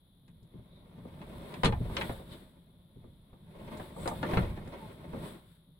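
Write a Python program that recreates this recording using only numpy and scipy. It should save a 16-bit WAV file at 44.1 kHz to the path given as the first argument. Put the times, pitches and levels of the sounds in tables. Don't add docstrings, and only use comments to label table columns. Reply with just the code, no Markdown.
import sys
import numpy as np
from scipy import signal
from scipy.fft import rfft, irfft, next_fast_len
from scipy.io import wavfile

SR = 44100
rng = np.random.default_rng(int(sys.argv[2]) if len(sys.argv) > 2 else 0)


def wrap_up_sound(samples):
    columns = np.atleast_2d(samples).T
    tamed = np.clip(columns, -1, 1)
    steps = np.round(tamed * 32767).astype(np.int16)
    wavfile.write(sys.argv[1], SR, steps)


N = 255339


# hardest moment t/s, swell t/s, fade t/s, grinding level/dB, rubbing level/dB
SHOVES = [(.55, .3, 0.39, -70, -81), (1.411, 0.65, 1, -52, -59), (2.02, 0.23, 0.22, -45, -48.5),
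          (2.319, 0.13, .22, -55.5, -58.5), (3.06, 0.41, 0.6, -72, -78.5), (3.772, 0.36, .18, -49.5, -56),
          (4.062, 0.18, 0.44, -46.5, -52.5), (4.309, 0.17, 0.27, -39, -51), (4.749, 0.72, 0.48, -50.5, -62),
          (5.241, 0.26, 0.16, -46.5, -54.5), (5.48, 0.26, 0.14, -73, -67.5)]

def shoving():
    t = np.arange(0, N, 64) / SR
    grind, rub = from_db(-82), from_db(-88)
    for peak_s, swell_s, fade_s, grind_db, rub_db in SHOVES:
        lag_s = 0.15 * swell_s
        grind = np.hypot(grind, from_db(grind_db) * swell(t - peak_s, swell_s, fade_s))
        rub = np.hypot(rub, from_db(rub_db) * swell(t - peak_s - lag_s, swell_s, fade_s))
    return [np.interp(np.arange(N) / SR, t, 20 * np.log10(gain)) for gain in (grind, rub)]


def swell(since_s, swell_s, fade_s, depth_db=19, roundness=1.22):
    away = np.abs(since_s) / np.where(since_s < 0, swell_s, fade_s)
    return from_db(-depth_db * np.minimum(away, 10) ** roundness)


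# f/Hz, level/dB
GRIND_TONE = [(140, -31), (270, 5.5), (350, -2), (570, 3), (720, -5.5), (950, -5), (1300, -17),
              (2300, -15.5), (3700, -24.5), (5000, -38), (8000, -52.5)]
# f/Hz, level/dB, ring t/s (to fall by 60 dB)
BASE_NOTES = [(389.5, -3.5, 0.091), (461, -6, 0.18), (539.3, -8, 0.27), (922, -7, .08), (1000, -4.5, .08),
              (1186, 2, 0.049)]

def grinding(grind_db):
    out = 0
    for _ in range(3):
        catching = from_db(grind_db - 1.5) * slips(per_s=500, spread_db=3, surge_db=3.5, surge_hz=21)
        out += play(catching, body(GRIND_TONE, BASE_NOTES, notes_db=-14, ring_scale=0.59))
    return out


# t/s, thud level/dB, clank level/dB, ring level/dB, clank f/Hz
KNOCKS = [(0.279, -58, -66, -63.5, 835), (.538, -70, -52.5, -83, 374), (1.052, -48, -39.5, -72, 417),
          (1.215, -66, -46, -51, 845), (1.54, -56.5, -40, -41, 800), (1.634, -29, -16.5, -25, 854),
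          (1.645, -18.5, -38, -23.5, 1170), (1.656, -17, -31.5, -19, 1210), (1.666, -24, -24.5, -46, 420),
          (1.723, -29, -28.5, -39.5, 756), (1.897, -33, -40, -69, 810), (1.967, -43, -30, -23.5, 1140),
          (2.011, -44, -28.5, -28.5, 880), (2.094, -29.5, -28.5, -43, 690), (2.197, -44.5, -44.5, -71, 620),
          (3.042, -44.5, -49.5, -82, 420), (3.33, -48.5, -54.5, -67.5, 780), (3.797, -38, -36, -47, 636),
          (3.964, -52, -35.5, -68, 600), (4.057, -56, -27.5, -38.5, 527), (4.075, -35.5, -23.5, -38.5, 720),
          (4.112, -39, -27.5, -64, 700), (4.229, -55, -26, -31, 570), (4.334, -28, -25.5, -35, 695),
          (4.371, -16, -23.5, -28, 696), (4.574, -47, -40, -50, 700), (4.673, -37, -45, -56, 620),
          (5.133, -37.5, -32.5, -53.5, 486)]
# f/Hz, level/dB
THUD_TONE = [(25, 0), (45, -2.5), (80, 0), (120, -9), (190, 1.5), (290, -16.5), (450, -5.5), (900, -64.5)]
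CLANK_TONE = [(130, -30.5), (250, 19), (400, -1.5), (650, -0.5), (900, 7.5), (1300, -15), (2000, -36.5),
              (4000, -38.5)]
RING_TONE = [(600, -9), (1300, 2), (2300, -8), (4000, -7.5), (4600, -16.5), (6400, -12), (8000, 2.5),
             (16000, -36)]
# f/Hz, level/dB, ring t/s
FLOOR_NOTES = [(42.3, 0, 0.14), (65.4, 4, 0.07), (115.8, 3, 0.23), (182, -6, 0.17)]
FRAME_NOTES = [(1522, -1.2, .11), (1787, -2, .11), (2360, -1, .11), (2120, -0.77, 0.086), (2546, 0, 0.029),
               (3327, 0.77, .09), (4153, 0, .09)]

def knocks(spots=3):
    out = 0
    for spot in range(spots):
        times, thud_db, clank_db, ring_db, clank_hz = np.transpose(KNOCKS[spot::spots])
        ring_hz = 2.84 * clank_hz
        thud = blows(times, thud_db + 24.5, chatter=0.3, chatter_s=0.008)
        clank = blows(times, clank_db + 13.5, chatter=0.82, chatter_s=0.018, hz=clank_hz, focus=3.1)
        ring = blows(times, ring_db + 22, chatter=1, chatter_s=0.011, hz=ring_hz, focus=1.6)
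        ring = softened(ring, hz=4480)
        out += play(thud, body(THUD_TONE, FLOOR_NOTES, notes_db=1, ring_scale=0.96, snap=2.6))
        out += play(clank, body(CLANK_TONE, BASE_NOTES, notes_db=-6, ring_scale=0.73, snap=4.2))
        out += play(ring, body(RING_TONE, FRAME_NOTES, notes_db=-13.5, ring_scale=0.4, snap=1.8))
    return out


# t/s, relative level/dB, f/Hz
THUMPS = [(.425, -55.5, 105), (.547, -44, 150), (.586, -48.5, 99), (0.979, -45.5, 171), (1.689, -33, 95),
          (1.804, -29.5, 99), (1.851, -36, 48), (2.963, -46.5, 129), (4.425, -31.5, 45), (4.493, -42, 130)]

def thumps():
    times, db, hz = np.transpose(THUMPS)
    landing = blows(times, db + 14.5, chatter=0.45, chatter_s=0.009, hz=hz, focus=0.82)
    return play(landing, body(THUD_TONE, FLOOR_NOTES, notes_db=0, ring_scale=0.71, snap=1.98))


# f/Hz, level/dB
RUMBLE_TONE = [(25, -9), (45, -6), (75, 1), (115, -1.5), (195, 1), (260, -15), (400, -18.5), (800, -71)]

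def rumble(grind_db):
    level_db = -45.5 + 0.65 * (grind_db + 51.5)
    shaking = slips(per_s=2700, spread_db=3.44, surge_db=2.5, surge_hz=13)
    floor = body(RUMBLE_TONE, FLOOR_NOTES, notes_db=-24.5, ring_scale=0.74)
    return from_db(level_db) * play(shaking, floor)


# f/Hz, level/dB
RUB_TONE = [(700, -5), (1500, 11), (2700, 1.5), (3600, 13), (4500, 1), (5400, -9), (6500, -16.5), (8200, 2),
            (9500, -3.5), (11000, 5.5), (12500, -7), (15500, 0)]

def rubbing(rub_db):
    return from_db(rub_db + 0.87 * drift(35)) * stereo_noise(RUB_TONE)


# t/s, relative level/dB
CRACKS = [(.279, -70), (0.429, -70.5), (1.54, -54.5), (1.634, -42), (1.647, -33.5), (1.658, -43),
          (3.772, -53.5), (4.076, -37.5), (4.676, -59)]
# f/Hz, level/dB
CRACK_TONE = [(2000, -24), (3800, 12), (5200, 6), (6500, -0.5), (8000, 10.5), (11000, -8.5), (13000, -25),
              (16000, -10)]

def cracks():
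    times, db = np.transpose(CRACKS)
    crushing = blows(times, db + 22.5, chatter=0.66, chatter_s=0.0034)
    return play(crushing, blurred_ring(CRACK_TONE, ring_scale=0.67, snap=0.68))


def squeak(middle_s=4.835, half_s=0.027, hz=883, sag_hz_per_s=340):
    t = np.arange(N) / SR - middle_s
    pitch_hz = (hz - sag_hz_per_s * t) * (1 + 0.015 * drift(76))
    phase = 2 * np.pi * np.cumsum(pitch_hz) / SR
    held = np.exp(-(t / half_s) ** 4 / 2)
    return from_db(-51) * held * np.sin(phase + LEFT_RIGHT / 2)


# middle t/s, half length t/s, middle f/Hz, width f/Hz, level/dB
SWISHES = [(0.763, 0.048, 3830, 250, -68), (2.328, 0.02, 3700, 1800, -54), (4.047, 0.056, 7800, 1800, -56),
           (5.28, 0.041, 8500, 2000, -61.5)]

def swishes():
    out, hiss, t = 0, stereo_noise(RUB_TONE), np.arange(N) / SR
    for middle_s, half_s, hz, width_hz, db in SWISHES:
        band = signal.lfilter(*signal.iirpeak(hz, hz / width_hz, fs=SR), hiss)
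        out += from_db(db) * rms_one(band) * np.exp(-((t - middle_s) / half_s) ** 2 / 2)
    return out


def rattle(grind_db):
    taps = from_db(grind_db - 15.5) * slips(per_s=40, spread_db=0.5, surge_db=6.5, surge_hz=9)
    frame = body(RING_TONE, FRAME_NOTES, notes_db=-9, ring_scale=0.4, snap=1.5)
    return play(softened(taps, hz=1640), frame)


# f/Hz, level/dB
CABIN_TONE = [(25, 0.5), (140, -6), (190, -0.5), (255, -31), (500, -22), (1000, -26), (2600, -40)]
HISS_TONE = [(1500, -20.5), (2700, -18.5), (3400, 4.5), (3900, 1.5), (4600, -15), (5500, -30.5),
             (7000, -29), (8400, -31.5), (9600, -21), (10800, 0), (12500, -23.5), (14000, -8.5),
             (16000, -19.5)]

def quiet_cabin():
    return from_db(-67) * stereo_noise(CABIN_TONE) + from_db(-74.5) * stereo_noise(HISS_TONE)


# f/Hz, likeness (1 = the same, 0 = unrelated)
LIKENESS = [(130, .985), (270, .9), (520, .65), (1000, .15), (4000, .05)]
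# f/Hz, level/dB
BALANCE = [(100, -1), (260, 4), (520, -0.7), (2000, -0.5), (4000, 3.5), (8000, 8), (12000, 7.5)]
LEFT_RIGHT = np.array([[1], [-1]])

def spread(mid, side, tone, hz):
    alike = np.clip(at_hz(LIKENESS, hz), -1, 1)
    gain = from_db(at_hz(tone, hz) + LEFT_RIGHT * at_hz(BALANCE, hz) / 2)
    return gain * (np.sqrt(1 + alike) * mid + np.sqrt(1 - alike) * side * LEFT_RIGHT)


def stereo_noise(tone):
    size = next_fast_len(N)
    hz = np.maximum(np.fft.rfftfreq(size, 1 / SR), 1)
    mid, side = rfft(rng.standard_normal((2, size)))
    edge_loss = np.sqrt(1 + (hz / tone[-1][0] / 1.2) ** 8) * np.sqrt(1 + (20 / hz) ** 4)
    return rms_one(irfft(spread(mid, side, tone, hz) / edge_loss)[:, :N])


# f/Hz, ring t/s
RING_TIMES = [(40, 0.73), (150, 0.16), (500, 0.085), (1500, 0.32), (4000, 0.053), (12000, 0.22)]

def blurred_ring(tone, ring_scale, snap=0, size=12288):
    t, out = np.arange(size) / SR, 0
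    white = rng.standard_normal((2, 2, size))
    onset = snap * np.exp(-t / 0.00088)
    edges_hz = np.geomspace(24, 17000, 25)
    for k, (low, high) in enumerate(zip(edges_hz, edges_hz[1:])):
        hz = np.sqrt(low * high)
        fade = from_db(-60 * t / (ring_scale * at_hz(RING_TIMES, hz)))
        band = signal.butter(2, [low, high], "band", fs=SR, output="sos")
        mid, side = signal.sosfilt(band, white[k % 2] * (fade + onset))
        out += np.sqrt(high - low) * spread(rms_one(mid), rms_one(side), tone, hz)
    return unit_energy(out)


def clear_ring(notes, size=12288):
    t, out = np.arange(size) / SR, 0
    for hz, db, ring_s in notes:
        apart = np.arccos(np.clip(at_hz(LIKENESS, hz), -1, 1)) * LEFT_RIGHT / 2
        out += from_db(db - 60 * t / ring_s) * np.sin(2 * np.pi * hz * t + apart)
    return unit_energy(out)


def body(tone, notes, notes_db, ring_scale, snap=0):
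    return unit_energy(blurred_ring(tone, ring_scale, snap) + from_db(notes_db) * clear_ring(notes))


def play(force, response):
    return signal.oaconvolve(force[None], response, axes=1)[:, :N]


def blows(times, levels_db, chatter, chatter_s, hz=None, focus=1, size=2048):
    force, t = np.zeros(N + size), np.arange(size) / SR
    for k, (start_s, db) in enumerate(zip(times, levels_db)):
        small_hits = rng.standard_normal(size) * (rng.random(size) < 0.1)
        contact = chatter * unit_energy(small_hits * np.exp(-t / chatter_s))
        contact[0] += 1
        if hz is not None:
            contact = signal.lfilter(*signal.iirpeak(hz[k], focus, fs=SR), contact)
        start = round(start_s * SR)
        force[start:start + size] += from_db(db) * unit_energy(contact)
    return force[:N]


def slips(per_s, spread_db, surge_db, surge_hz):
    sizes = from_db(spread_db * np.minimum(rng.exponential(1, N), 4)) * rng.choice([-1, 1], N)
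    slipping = rng.random(N) < per_s / SR
    return rms_one(sizes * slipping * from_db(surge_db * drift(surge_hz)))


def softened(force, hz):
    return signal.sosfilt(signal.butter(4, hz, fs=SR, output="sos"), force + 1e-18)


def drift(hz, step=40):
    memory = np.exp(-2 * np.pi * hz * step / SR)
    noise = rng.standard_normal(N // step + 2002)
    slow = signal.lfilter([1], [1, -2 * memory, memory ** 2], noise)[2000:]
    return np.interp(np.arange(N) / step, np.arange(len(slow)), rms_one(slow))


def at_hz(points, hz):
    row_hz, value = np.transpose(points)
    return np.interp(np.log(hz), np.log(row_hz), value)


def from_db(db):
    return 10 ** (np.asarray(db) / 20)


def rms_one(x):
    return x / np.sqrt(np.mean(x ** 2) + 1e-20)


def unit_energy(x):
    return rms_one(x) / np.sqrt(x.shape[-1])


def scene():
    background = quiet_cabin()
    grind_db, rub_db = shoving()
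    turning = rumble(grind_db) + grinding(grind_db) + rubbing(rub_db) + rattle(grind_db)
    return turning + knocks() + thumps() + cracks() + swishes() + squeak() + background


def record(dry, cutoff_hz=15800):
    return signal.sosfilt(signal.ellip(16, 0.1, 80, cutoff_hz, fs=SR, output="sos"), dry)


dry = scene()
out = record(dry)
wrap_up_sound(out)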